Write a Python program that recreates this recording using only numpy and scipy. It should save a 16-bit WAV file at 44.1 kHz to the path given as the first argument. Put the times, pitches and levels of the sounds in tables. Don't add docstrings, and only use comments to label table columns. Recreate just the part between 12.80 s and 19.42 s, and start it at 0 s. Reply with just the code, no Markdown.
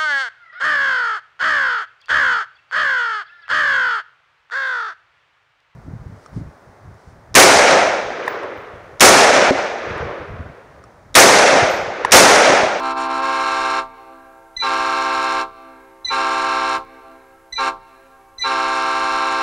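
import sys
import numpy as np
from scipy import signal
from scipy.fft import rfft, irfft, next_fast_len
from scipy.io import wavfile
from scipy.ndimage import uniform_filter1d

SR = 44100
rng = np.random.default_rng(int(sys.argv[2]) if len(sys.argv) > 2 else 0)


def inscribe(sig):
    pcm = np.round(np.clip(np.atleast_2d(sig).T, -1, 1) * 32767)
    wavfile.write(sys.argv[1], SR, pcm.astype(np.int16))


def amplitude_ratio(level_db):
    exponent = np.asarray(level_db, float) / 20
    return 10 ** exponent


N = 291942

# f/Hz, relative density/dB
HISS_SPECTRUM = [(25, -5.5), (80, -6), (200, -23), (1000, -10.5), (4000, -24), (9000, -24.5),
                 (13000, -23.5), (14500, -39), (15500, -45)]
# f/Hz, relative density/dB
RUMBLE_SPECTRUM = [(20, 1), (45, -13), (100, -5), (250, -31), (1000, -60)]
HUM_OVERTONES = [-65.5, -78, -72, -78, -80, -75.5, -79, -78.5]
# t/s, left height, right height, treble snap against pop/dB
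LOUD_TICKS = [(3.9828, 0, .15, -4), (4.0498, 0, .018, 3), (4.2832, 0, .02, -2), (4.3165, -.02, 0, 1),
              (5.8516, -.13, .015, -3), (6.0348, -.07, .01, 5), (6.0849, -.015, .07, 0),
              (6.135, 0, .08, -6), (6.2014, 0, .05, -1), (6.2518, .14, -.02, -12), (6.3185, -.06, 0, -1),
              (6.3355, .065, 0, 2), (6.3689, .075, 0, -1), (6.5188, -.13, 0, -10)]
# from/s, to/s, rms height
NOISY_STRETCHES = [(5.98, 6.62, .012)]
# f/Hz, relative density/dB
THUD_SPECTRUM = [(15, 0), (50, -2), (150, -14), (400, -40), (1000, -70)]
# f/Hz, t60/s
ECHO_T60 = [(250, 4.5), (600, 4.2), (1200, 3.0), (2500, 1.81), (5000, 1.17), (10000, 1.5)]
# f/Hz, relative level/dB
ECHO_COLOUR = [(250, 1), (600, 4), (1200, -4), (1900, 3), (2700, 0), (4000, 1.5), (8000, -5)]
# valve opens t/s, first chirp level/dB, chirp length/s, main swell level/dB, fundamental loudest after/s
SQUEAL_SHAPES = [(1.766, -18.5, .013, -19.5, .022), (3.247, -23, .026, -22, .034),
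                 (4.725, -26.5, .021, -22.5, .01), (5.582, -30, .014, -19, .034)]
# f/Hz, lag after valve opens/s, rise/s, pitch rise on thin air/thousandths,
# level change on thin air/dB, levels of overtones 1, 2, ../dB
BELL_VOICES = [(263.47, 0.0541, 0.043, 2.92, 6.5, [-42.5, -50, -35, -32.5, -38.5, -35.5, -48, -44.5, -43, -40, -48, -47.5, -50.5, -51, -46, -45.5, -48.5, -57]),
               (330.2, 0.0846, 0.081, 3.03, 2, [-38, -34.5, -34, -31.5, -38, -53, -45, -47.5, -49, -77, -56, -53, -45.5, -76, -55]),
               (389.6, 0.0586, 0.029, 6.5, -5.0, [-39, -32.5, -26.5, -34.5, -49, -56, -46.5, -54, -82, -64, -65, -78]),
               (453.5, 0.0512, 0.012, 7.5, -1.5, [-43, -28.5, -29.5, -44.5, -41, -42.5, -56, -45.5, -45, -70, -52]),
               (534.8, 0.0522, 0.027, 11.0, -1, [-37.5, -27.5, -31.5, -40, -45, -53.5, -49.5, -56.5, -59])]
# valve opens t/s, valve shuts t/s
BLAST_TIMES = [(-1, 0.995), (1.765, 2.615), (3.247, 3.96), (4.724, 4.885), (5.582, 7)]
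# t/s, thinness of the air (0-1), smallest bell level/dB
VALVE_EASING = [(0, 0.77, -31), (.2, 0.73, -32), (.26, 0.79, -5), (.36, 0.83, -8.5), (0.428, 0.61, 5.5),
                (0.548, 0.26, 3.2), (.68, 0.03, 0.3)]
FLUTTER_DEPTHS = [-9, -22, -10, -6]
# f/Hz, level/dB
HIGH_OVERTONES = [(5000, -56), (7000, -56.5), (9000, -60.5), (12000, -75.5), (15000, -104)]
# f/Hz, relative density/dB
AIR_SPECTRUM = [(40, -11.5), (200, -25.5), (500, -21.5), (1100, -11), (2000, -22), (4000, -15.5),
                (8000, -34), (14000, -50.5)]
# f/Hz, relative level/dB
SUM_COLOUR = [(200, -26), (600, -13), (1200, 5.5), (1600, 4.5), (2500, -6), (4000, 5), (7000, 5.5),
              (10000, -13), (14000, -51)]


def read(points, hz):
    f, value = np.transpose(points)
    return np.interp(np.log(hz + 1), np.log(f + 1), value)


def wander(size, hz):
    x = signal.lfilter([1], [1, -np.exp(-2 * np.pi * hz / SR)], rng.standard_normal(size))
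    return x / x.std()


def coloured(points, channels):
    gain = amplitude_ratio(read(points, np.fft.rfftfreq(N, 1 / SR)))
    x = irfft(rfft(rng.standard_normal((channels, N))) * gain, N)
    return x / x.std()


def peaked(t, top_s, rise_s, fall_db_per_s):
    return np.where(t < top_s, np.exp(-((t - top_s) / rise_s) ** 2), amplitude_ratio(fall_db_per_s * (t - top_s)))


def tape_hiss():
    hiss = coloured(HISS_SPECTRUM, channels=3)
    return amplitude_ratio(-65) * (0.94 * hiss[0] + 0.31 * hiss[1:])


def drum_hum():
    t = np.arange(N) / SR
    drum_hz, track_turns = 29.5, np.array([[.06], [-.06]])
    out = np.zeros((2, N))
    for k, db in enumerate(HUM_OVERTONES, 1):
        out += amplitude_ratio(db) * np.sin(2 * np.pi * (k * drum_hz * t + rng.random() + track_turns))
    return np.sqrt(2) * out


def tape_rumble():
    return amplitude_ratio(-79) * coloured(RUMBLE_SPECTRUM, channels=2)


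def line_whine():
    t = np.arange(N) / SR
    line_hz, level_db, waver_db = 15734, -84.5, 3.0
    return np.sqrt(2) * amplitude_ratio(level_db + waver_db * wander(N, hz=8)) * np.sin(2 * np.pi * line_hz * t)


def head_ticks():
    field_s, field_start_s = 1001 / 60000, .0125
    pop_rise_s, pop_fall_s, faint_snap_db = .00006, .00023, 3
    fields = np.arange(field_start_s, N / SR, field_s)
    ticks = []
    for begin_s, end_s, height in NOISY_STRETCHES:
        for s, (left, right) in zip(fields, rng.standard_normal((len(fields), 2))):
            if begin_s < s < end_s:
                ticks.append((s, height * left, height * right, faint_snap_db))
    pops, snaps = np.zeros((2, 2, N))
    for s, left, right, snap_db in ticks + list(LOUD_TICKS):
        heights = np.array([left, right])
        pops[:, round(s * SR)] += heights
        snaps[:, round(s * SR)] += amplitude_ratio(snap_db) * heights
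    t = np.arange(200) / SR
    jolt = np.exp(-t / pop_fall_s) - np.exp(-t / pop_rise_s)
    steps = signal.lfilter(jolt / jolt.max(), 1, pops)
    sagging = signal.lfilter(*signal.butter(1, 50, "high", fs=SR), steps)
    return sagging + signal.lfilter(*signal.butter(2, 7000, "high", fs=SR), snaps)


def thuds():
    t = np.arange(N) / SR
    level_db, rise_s, t60_s = -47.5, .006, .35
    shape = sum((t > s) * peaked(t, s + rise_s, rise_s, -60 / t60_s) for s, *_ in SQUEAL_SHAPES)
    low = coloured(THUD_SPECTRUM, channels=1)[0]
    return amplitude_ratio(level_db) * shape * low * np.array([[1.], [-1.]])


def houses(x):
    at = np.arange(2000, 3 * SR - 20, 20)
    taps = np.zeros(3 * SR)
    taps[at + rng.integers(0, 20, len(at))] = rng.choice([-1., 1.], len(at))
    hz, t, z = signal.stft(taps, SR, nperseg=256)
    decay_db = read(ECHO_COLOUR, hz)[:, None] - 60 * t / read(ECHO_T60, hz)[:, None]
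    build_up = 1 - np.exp(-t / 0.2)
    tail = signal.istft(z * amplitude_ratio(decay_db) * build_up, SR, nperseg=256)[1]
    return signal.fftconvolve(x, tail / np.linalg.norm(tail))[:N]


def drifting_echo(sent):
    drift = 2 * np.pi * np.cumsum(0.7986 + 0.92 * wander(N, hz=2.44)) / SR
    return np.cos(drift) * houses(sent) + np.sin(drift) * houses(sent)


def ground(hz):
    notch_spacing_hz, offset_spacings, share = 1483, .25, .6
    bounce = share * np.exp(2j * np.pi * (hz / notch_spacing_hz - offset_spacings))
    return abs(1 - bounce) / (1 + share)


def squeal(chirp_db, chirp_s, swell_db, fundamental_s):
    length_s, chirp_rise_s, pitch_hz = .13, .01, 1998.6
    t = np.arange(0, length_s, 1 / SR)
    jitter = 0.007 * uniform_filter1d(wander(len(t), hz=120), size=60)
    turn = 2 * np.pi * np.cumsum(pitch_hz * (1 + np.linspace(.004, -.006, len(t)) + jitter)) / SR
    start = np.sin(np.pi / 2 * np.minimum(t / chirp_rise_s, 1)) ** 2
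    swell = amplitude_ratio(swell_db) * peaked(t, .051, .016, -240)
    chirp = amplitude_ratio(chirp_db) * np.exp(-(t / chirp_s) ** 4)
    second = (swell - chirp) * amplitude_ratio(2.4 * uniform_filter1d(wander(len(t), hz=80), size=100))

    fundamental = amplitude_ratio(-34.5)
    bump = .12 + np.exp(-((t - fundamental_s) / .015) ** 2)
    first = fundamental * bump + amplitude_ratio(-20) * swell
    waver_db = 4 * uniform_filter1d(wander(len(t), hz=50), size=150)
    third = amplitude_ratio(-37.5 + waver_db) * peaked(t, .008, .008, -140)
    third *= .55 + .45 * first / fundamental
    upper = np.cos(3 * turn) + 0.11 * np.cos(4 * turn) + 0.03 * np.cos(5 * turn) + 0.025 * np.cos(6 * turn)
    neighbour = amplitude_ratio(-33) * peaked(t, .058, .014, -300) * np.cos(2 * np.pi * 2364 * t)
    tone = first * np.cos(turn) + second * np.cos(2 * turn) + third * upper + neighbour

    puff = amplitude_ratio(-24) * second * uniform_filter1d(wander(len(t), hz=2936), size=5)
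    thump = amplitude_ratio(-42) * np.sin(2 * np.pi * 45 * t) * np.exp(-((t - .018) / .012) ** 2)
    return (np.sqrt(2) * tone + puff + thump) * start * np.minimum((length_s - t) / .01, 1)


def squeals():
    out = np.zeros(N)
    for opens_s, *shape in SQUEAL_SHAPES:
        one = squeal(*shape)
        begin = round((opens_s - .01 / 3) * SR)
        out[begin:begin + len(one)] += one
    return out


def bell(hz, overtones_db, sharp, bite, crisp):
    n = len(sharp)
    pitch_hz = hz * (1 + sharp + 0.0004 * wander(n, hz=25.3))
    beat = np.exp(2j * np.pi * (np.cumsum(pitch_hz) / SR + rng.random()))
    body, edge, snap = np.zeros((3, n), complex)
    overtone = np.ones(n, complex)
    for k in range(1, int(14000 / hz)):
        f = k * hz
        overtone = overtone * beat
        listed = k <= len(overtones_db)
        high_db = read(HIGH_OVERTONES, f) - 12.0 * np.log2(hz / 264) + 2.0 * rng.standard_normal()
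        size = amplitude_ratio(overtones_db[k - 1]) if listed else amplitude_ratio(high_db) * ground(f)
        size = size * np.exp(1j * rng.normal(0, 0.22 + (2200 / f) ** 2))
        share = np.clip((f - 1000) / 700, 0, 1)
        body += (1 - share) * size * overtone
        if listed:
            edge += share * size * overtone
        else:
            snap += size * overtone
    snap *= crisp * (0.95 + .6 * uniform_filter1d(wander(n, hz=150), size=60))
    return np.sqrt(2) * (body + bite * (edge + snap)).real


def sum_tones(sounds):
    chord = sum(sounds)
    mixed = chord ** 2 - sum(one ** 2 for one in sounds)
    size = next_fast_len(len(chord) + 4096)
    hz = np.fft.rfftfreq(size, 1 / SR)
    gain = amplitude_ratio(10.5 + read(SUM_COLOUR, hz)) * ground(hz)
    return irfft(1j * rfft(mixed, size) * gain, size)[:len(chord)]


def air_rush(air, chord, thin):
    envelope = np.sqrt(abs(uniform_filter1d(chord ** 2, 600))) / 0.062
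    return amplitude_ratio(-47 - 3.6 * thin) * air * envelope


def flutter(t):
    first_s, every_s, width_s = .017, .132, .019
    return sum(db * np.exp(-((t - first_s - k * every_s) / width_s) ** 2)
               for k, db in enumerate(FLUTTER_DEPTHS))


def horn():
    out, air = np.zeros(N), coloured(AIR_SPECTRUM, channels=1)[0]
    easing_s, thinness, smallest_db = np.transpose(VALVE_EASING)
    for opens_s, shuts_s in BLAST_TIMES:
        at = np.arange(max(round(opens_s * SR), 0), min(round((shuts_s + .25) * SR), N))
        t = at / SR
        thin = np.interp(t, easing_s, thinness)
        emptying_s = np.maximum(t - shuts_s, 0)
        flutter_db = flutter(t)
        bite = amplitude_ratio(-8.5 * thin + 0.42 * flutter_db - 263 * emptying_s)
        sounds = []
        for hz, lag_s, rise_s, sharp, thin_db, overtones_db in BELL_VOICES:
            age_s = np.maximum(t - opens_s - lag_s, 0)
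            glide = .6 * rise_s * np.exp(-age_s / 0.0406) + .002 * np.exp(-age_s / .2)
            level = np.sin(np.pi / 2 * np.minimum(age_s / rise_s, 1)) ** 2
            level *= 1 + .3 * np.exp(-age_s / 0.09)
            level *= amplitude_ratio(thin_db * thin + 0.18 * flutter_db - 233 * emptying_s)
            sounds.append(level * bell(hz, overtones_db, glide + sharp * thin / 1000, bite, amplitude_ratio(flutter_db)))
        sounds[-1] *= amplitude_ratio(np.interp(t, easing_s, smallest_db))
        chord = sum(sounds)
        out[at] += chord + sum_tones(sounds) + air_rush(air[at], chord, thin)
    return out


def scene():
    chord, whistle = horn(), squeals()
    mid = chord + whistle + amplitude_ratio(-31) * drifting_echo(chord + 0.29 * whistle)
    return np.array([mid * amplitude_ratio(-0.18), (0.95 * mid + 0.059 * np.roll(mid, 1)) * amplitude_ratio(0.63)])


def quietness(x):
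    fall_db = 140 * np.arange(N) / SR
    power_db = 10 * np.log10(abs(uniform_filter1d((x ** 2).mean(0), 400)) + 1e-12)
    held_db = np.maximum.accumulate(power_db + fall_db) - fall_db
    return uniform_filter1d(np.clip((-30 - held_db) / 14, 0, 1), 400)


def low_pass(x):
    return signal.sosfilt(signal.butter(12, 15820, fs=SR, output="sos"), x)


def record(dry):
    noisy = dry + tape_hiss()
    quiet = quietness(noisy)
    swell = amplitude_ratio(10.4 * (1 - quiet))
    tape = .5 * np.tanh(noisy / .5) * amplitude_ratio(4.1 * quiet)
    tape = tape + swell * (drum_hum() + tape_rumble())
    tape = tape + thuds() + head_ticks() + line_whine()
    return low_pass(tape)


dry = scene()
out = record(dry)
inscribe(out)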